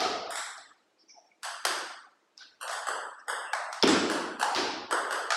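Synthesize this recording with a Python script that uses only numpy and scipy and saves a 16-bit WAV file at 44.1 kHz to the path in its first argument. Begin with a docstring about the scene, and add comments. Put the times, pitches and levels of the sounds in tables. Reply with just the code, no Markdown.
"""Hollow pocks of table tennis echo from several tables around a bare club room.
Plastic balls knock on bats and table tops: the wood sounds and the thin shells ring.
Shoes slap, stamp and faintly squeak on the sprung wooden floor. It is all heard through a fixed camera,
whose noise suppressor holds down the ventilation and shortens the faint ends of the echoes."""
import sys
import numpy as np
from scipy import signal
from scipy.fft import rfft, irfft, next_fast_len
from scipy.io import wavfile
from scipy.ndimage import uniform_filter1d, map_coordinates

SR = 44100
rng = np.random.default_rng(int(sys.argv[2]) if len(sys.argv) > 2 else 0)


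def generate_wav(sig):
    """Save sig (samples, or channels by samples) to the path in sys.argv[1] as 16-bit PCM at SR."""
    pcm = np.round(np.clip(np.atleast_2d(sig).T, -1, 1) * 32767).astype(np.int16)
    wavfile.write(sys.argv[1], SR, pcm)


N = 236420
SIZE = 4096  # samples in one dry contact
TIME = np.arange(SR) / SR
FREQS = np.fft.rfftfreq(SIZE, 1 / SR)

# Tone colour of a sole slapping the floor. Each row: frequency in Hz, level in dB.
SOLE_SLAP = [(60, -50.5), (200, -18), (600, 2.5), (1400, 2.5), (2300, -2), (3600, -0.5), (4300, 1),
             (5300, 1), (6600, -10.5), (9000, -19.5), (15000, -32)]


def amp(db):
    """Decibels to gain."""
    return 10 ** (np.asarray(db) / 20)


def along(points, hz):
    """Read a curve of (Hz, value) points on a log frequency axis."""
    f, v = np.transpose(points)
    return np.interp(np.log(hz + 1), np.log(f + 1), v)


def resonances(modes):
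    """Gain over FREQS of modes, each given as centre in Hz, width in Hz, level in dB."""
    return sum(amp(db) / (1 + (2 * (FREQS - hz) / width) ** 2) for hz, width, db in modes)


def causal(gain):
    """The shortest pulse that has this gain over FREQS."""
    cepstrum = irfft(np.log(np.maximum(gain, 1e-6)))
    cepstrum[1:SIZE // 2] *= 2
    cepstrum[SIZE // 2 + 1:] = 0
    return irfft(np.exp(rfft(cepstrum)))


def burst(t60):
    """A dying puff of noise with energy 1."""
    puff = rng.standard_normal(SIZE) * np.exp(-np.log(1000) * TIME[:SIZE] / t60)
    return puff / np.linalg.norm(puff)


def add(track, s, sound):
    """Mix a sound in at s seconds."""
    start = max(round(s * SR), 0)
    part = sound[:max(len(track) - start, 0)]
    track[start:start + len(part)] += part


def hall(direct_db, build_s=0.011, wall_hz=12000):
    """The path from one spot in the room: direct sound, then a duller tail that swells and dies by band."""
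    # Reverb time. Each row: frequency in Hz, seconds to fall 60 dB.
    reverb_times = [(100, 1.49), (300, 1.11), (700, 1.39), (1400, 1.15), (3000, 0.96), (5000, 0.9),
                    (8000, 0.72), (13000, 0.43)]
    hz, t, noise = signal.stft(rng.standard_normal(SR), SR, nperseg=256)
    fade = np.exp(-np.log(1000) * t / along(reverb_times, hz)[:, None])
    walls = 1 / np.sqrt(1 + (hz[:, None] / wall_hz) ** 16)  # the highest treble is soaked up
    tail = signal.istft(noise * fade * walls, SR, nperseg=256)[1][:SR]
    path = tail * (1 - np.exp(-TIME / build_s)) / np.sqrt(SR * .06)
    path[0] += amp(direct_db)
    return path


def ventilation(db=-54):
    """Moving air lays a soft, steady bed of noise."""
    # Colour of the air. Each row: frequency in Hz, relative level in dB.
    colour = [(18, -83), (30, -54.5), (328, -5), (355, -8.5), (460, -9.5), (567, -9.5), (774, -12),
              (1500, -16), (6200, -26), (7240, -27.5), (15000, -49)]
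    gain = amp(along(colour, np.fft.rfftfreq(N, 1 / SR)))
    air = irfft(rfft(rng.standard_normal(N)) * gain, N)
    return amp(db) * air / air.std()


def squeaks(waver=0.086, drift_hz=1300):
    """Rubber sticks and slips on the varnish: a faint, unsteady, gliding whistle."""
    # Each row: start in seconds, relative level in dB, first and last pitch in Hz, length in seconds.
    slips = [(0.974, -61, 5050, 5026, 0.075), (1.075, -55, 5480, 5705, 0.06),
             (1.086, -58.5, 2300, 2270, 0.031), (1.138, -53, 1005, 577, 0.069),
             (1.311, -56.5, 2320, 2266, 0.015), (3.185, -60, 5225, 5480, .03),
             (3.444, -54.5, 2655, 2774, 0.072)]
    track = np.zeros(N)
    for s, db, start_hz, end_hz, length_s in slips:
        progress = np.minimum(TIME[:SIZE] / length_s, 1)
        drift = map_coordinates(rng.standard_normal(SIZE), [TIME[:SIZE] * drift_hz])
        hz = start_hz * (end_hz / start_hz) ** progress * (1 + waver * drift)
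        whistle = amp(db) * np.sin(np.pi * progress) * np.sin(2 * np.pi * np.cumsum(hz) / SR)
        add(track, s, 2 * signal.fftconvolve(whistle, hall(direct_db=-1.3)))
    return track


def tread(gain, direct_db, decay_s):
    """A shoe's contact with this spectrum, heard through the room."""
    path = hall(direct_db - 18)
    add(path, 0, amp(direct_db) * burst(decay_s))  # the tread lands piece by piece
    return signal.fftconvolve(causal(gain), path)


def shoes(ring_width_hz=130):
    """The sole slaps, the boards thud, sole or board rings briefly, and the sprung floor booms."""
    # Each row: start in seconds, slap and thud in dB, ring pitch in Hz, ring and direct sound in dB,
    # contact decay in seconds.
    footfalls = [(0, 8, 10.5, 697, 26, -17, 0.011), (0.004, 6.5, -7.5, 421, 22, -6, 0.03),
                 (0.008, 2, -9, 1260, 23, -17, 0.024), (0.58, -10, -16, 774, -1, -6.5, 0.0087),
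                 (1.657, -12, -12.5, 359, 13, -6, 0.046), (2.378, -5.5, -19, 1490, 2.5, -8.5, 0.006),
                 (3.8343, 9.5, 29, 350, 26, -3, 0.041), (4.549, 12, 11, 780, -27, -13, 0.014),
                 (4.563, 4, 10, 366, 19, -5.5, 0.0057)]
    # Thud of the floorboards. Each row: frequency in Hz, level in dB.
    thud_colour = [(50, -71), (145, -22), (190, -2), (300, 4), (480, -5.5), (800, -8.5), (1500, -19.5),
                   (3000, -13.5), (8000, -72)]
    # Low modes of the sprung floor. Each row: centre in Hz, width in Hz, level in dB.
    floor_modes = [(74.5, 4.8, -6), (104, 37, 5)]
    track = np.zeros(N)
    for s, slap_db, thud_db, ring_hz, ring_db, direct_db, decay_s in footfalls:
        slap = amp(slap_db + along(SOLE_SLAP, FREQS))
        thud = amp(thud_db + along(thud_colour, FREQS))
        ring = resonances([(ring_hz, ring_width_hz, ring_db)]) * np.minimum(FREQS / ring_hz, 1) ** 2
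        boom = amp(-4.5 + 0.56 * thud_db) * resonances(floor_modes)  # heavier steps boom more
        add(track, s, tread(np.hypot(slap, thud + ring + boom), direct_db, decay_s))
    return track


def heel(slap_db=-7, direct_db=5.5):
    """A hard heel clacks twice, close and sharp, just ahead of the big stamp."""
    # Each row: start in seconds, level in dB, contact decay in seconds.
    clacks = [(3.8263, 3.5, 0.0056), (3.8321, 1, 0.014)]
    # The heel's two ringing modes. Each row: centre in Hz, width in Hz, level in dB.
    heel_modes = [(3496, 450, 11), (5270, 390, 10.5)]
    colour = np.hypot(amp(slap_db + along(SOLE_SLAP, FREQS)), resonances(heel_modes))
    track = np.zeros(N)
    for s, db, decay_s in clacks:
        add(track, s, tread(amp(db) * colour, direct_db, decay_s))
    return track


def pock(click_db, knock_db, crack_db, contact_hz, shell_hz, low_hz, tone_hz, tone_db, direct_db,
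         tone_width_hz=260, shell_width_hz=900, bright_hz=2200, wall_delay_s=0.016):
    """The ball's half-sine push drives the wood and its own shell; its length notches the spectrum."""
    # How the struck wood radiates. Each row: frequency in Hz, level in dB.
    wood_colour = [(100, -10.5), (300, -4.5), (700, -8), (1500, 5.5), (3200, 7.5), (5000, 12.5), (7000, 5),
                   (11000, -31.5), (15000, -0.5)]
    # Modes of the ball's shell. Each row: multiple of the shell pitch, level in dB.
    shell_modes = [(0.998, 2.5), (1.214, -2.5), (1.35, -3.5), (1.509, -11), (1.72, -20.5)]
    # The crack of a hard hit. Each row: frequency in Hz, level in dB.
    crack_colour = [(300, -12.5), (1500, 5.5), (3000, -4), (5000, 0.4), (6800, -5), (9000, -13),
                    (12000, -26), (15000, -46.5)]
    cycles = FREQS / contact_hz  # contact_hz is 1 / contact time
    push = np.abs(np.sinc(cycles - .5) + np.sinc(cycles + .5)) * np.pi / 4
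    push *= np.abs(np.cos(np.pi * np.maximum(cycles, 1))) ** 0.6  # wide notches make the pock hollow
    treble = 1 / (1 + (bright_hz / (FREQS + 1)) ** 4)
    level_db = knock_db * (1 - treble) + (18.5 + click_db) * treble  # knock below, click above
    wood = amp(level_db + along(wood_colour, FREQS)) + resonances([(tone_hz, tone_width_hz, tone_db)])
    shell = resonances([(shell_hz * ratio, shell_width_hz, 46 + click_db + db)
                        for ratio, db in shell_modes])
    crack = amp(crack_db + along(crack_colour, FREQS))  # fills the notches
    low_cut = 1 / np.sqrt(1 + (low_hz / (FREQS + 1)) ** 12)
    hit = causal(low_cut * np.hypot(push * (wood + shell), crack))
    path = hall(direct_db)
    add(path, .0004, amp(direct_db + 5.5) * burst(t60=0.031))  # scatter off table top and player
    echo_db = -10.5 + 0.27 * (knock_db - 14)  # the nearest wall answers harder knocks more strongly
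    add(path, wall_delay_s, amp(echo_db) * burst(t60=0.032))
    return signal.fftconvolve(hit, path)


def bounces(edge_hz=802, db_per_octave=19):
    """The hard table tops all answer alike: a clean, hollow pock with a ringing shell."""
    # Each row: start in seconds, click, knock and crack in dB, contact rate and shell pitch in Hz.
    table_hits = [(0.306, 0.5, 4, -24, 1727, 7950), (0.356, 0, 1.5, -1, 1890, 8040),
                  (1.432, 2, 8, 1, 1564, 8540), (2.612, -0.5, 11, -15, 1452, 8400),
                  (2.712, -0.5, 6, -11.5, 1665, 7780), (2.8698, 0.5, 17.5, -8, 1562, 8110),
                  (3.282, 0.5, 16, -24.5, 1668, 8110), (4.099, 2.5, 17.5, 2.5, 1508, 8400),
                  (4.397, 3.5, 17, -5, 1475, 8230), (4.91, 1.5, 22.5, 0, 1624, 8160),
                  (5.109, 2, 17.5, 0, 1585, 8490)]
    track = np.zeros(N)
    for s, click_db, knock_db, crack_db, contact_hz, shell_hz in table_hits:
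        # The camera's noise suppressor cuts more bass from quieter knocks, so they sound thinner.
        low_hz = edge_hz * 2 ** (-knock_db / db_per_octave)
        add(track, s, pock(click_db, knock_db, crack_db, contact_hz, shell_hz, low_hz,
                           tone_hz=1645, tone_db=knock_db - 9.5, direct_db=-17.5))
    return track


def strokes():
    """Bats crack more than tables, and each blade has its own tone."""
    # Each row: start in seconds; click, knock and crack in dB; contact rate, shell pitch, low cut
    # and blade tone in Hz; blade tone and direct sound in dB.
    bat_hits = [(1.6514, 8.5, 10.5, 9, 1607, 8750, 523, 1336, 8, -9),
                (2.679, -14, 12.5, 0, 1500, 7900, 469, 770, 10.5, -15.5),
                (3.533, -12, 14, -2, 2020, 8180, 833, 607, 29, -9),
                (3.7278, -9, 6, -3.5, 1370, 8550, 690, 887, -1, -11),
                (3.875, 3, 8, 13, 1550, 7750, 360, 1390, 23, -16),
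                (4.428, -4, 18, 2, 1415, 7900, 700, 840, 23.5, -7.5),
                (5.305, -27, 22.5, 10, 1580, 8300, 595, 1700, 23, -12)]
    track = np.zeros(N)
    for s, *stroke in bat_hits:
        add(track, s, pock(*stroke))
    return track


def scene():
    """Balls and feet over the air of the room, in mono."""
    return (bounces() + strokes() + shoes() + heel() + squeaks() + ventilation())[None]


def suppress(x, depth_db=-19, steepness=2.54, contrast=0.16):
    """The noise suppressor ducks a band that sinks towards its quietest level or under its neighbours."""
    # Where the gate opens. Each row: frequency in Hz, dB over the band's quietest level.
    thresholds = [(100, 9), (300, 10), (900, 9.5), (8000, 7.5)]
    hz, _, bands = signal.stft(x, SR, nperseg=512)
    power = uniform_filter1d(np.abs(bands) ** 2, size=3, axis=1)  # smooth over frequency
    power = np.abs(uniform_filter1d(power, size=4, axis=2)) + 1e-20  # and over time
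    quiet = uniform_filter1d(np.percentile(power, 10, axis=2, keepdims=True), size=3, axis=1)
    threshold = quiet * amp(along(thresholds, hz))[:, None] ** 2
    opening = 1 / (1 + (threshold / power) ** steepness)
    gate = amp(depth_db) + (1 - amp(depth_db)) * opening
    neighbours = np.abs(uniform_filter1d(power, size=11, axis=1)) + 1e-20
    sharpen = np.minimum(power / neighbours, 2) ** (contrast * opening)
    return signal.istft(bands * gate * sharpen, nperseg=512)[1][:, :N]


def record(dry, top_hz=15800):
    """The camera suppresses steady noise and keeps nothing above its band limit."""
    size = next_fast_len(N + SIZE)
    passband = np.fft.rfftfreq(size, 1 / SR) < top_hz
    return irfft(rfft(suppress(dry), size) * passband, size)[:, :N]


dry = scene()
out = record(dry)
generate_wav(out)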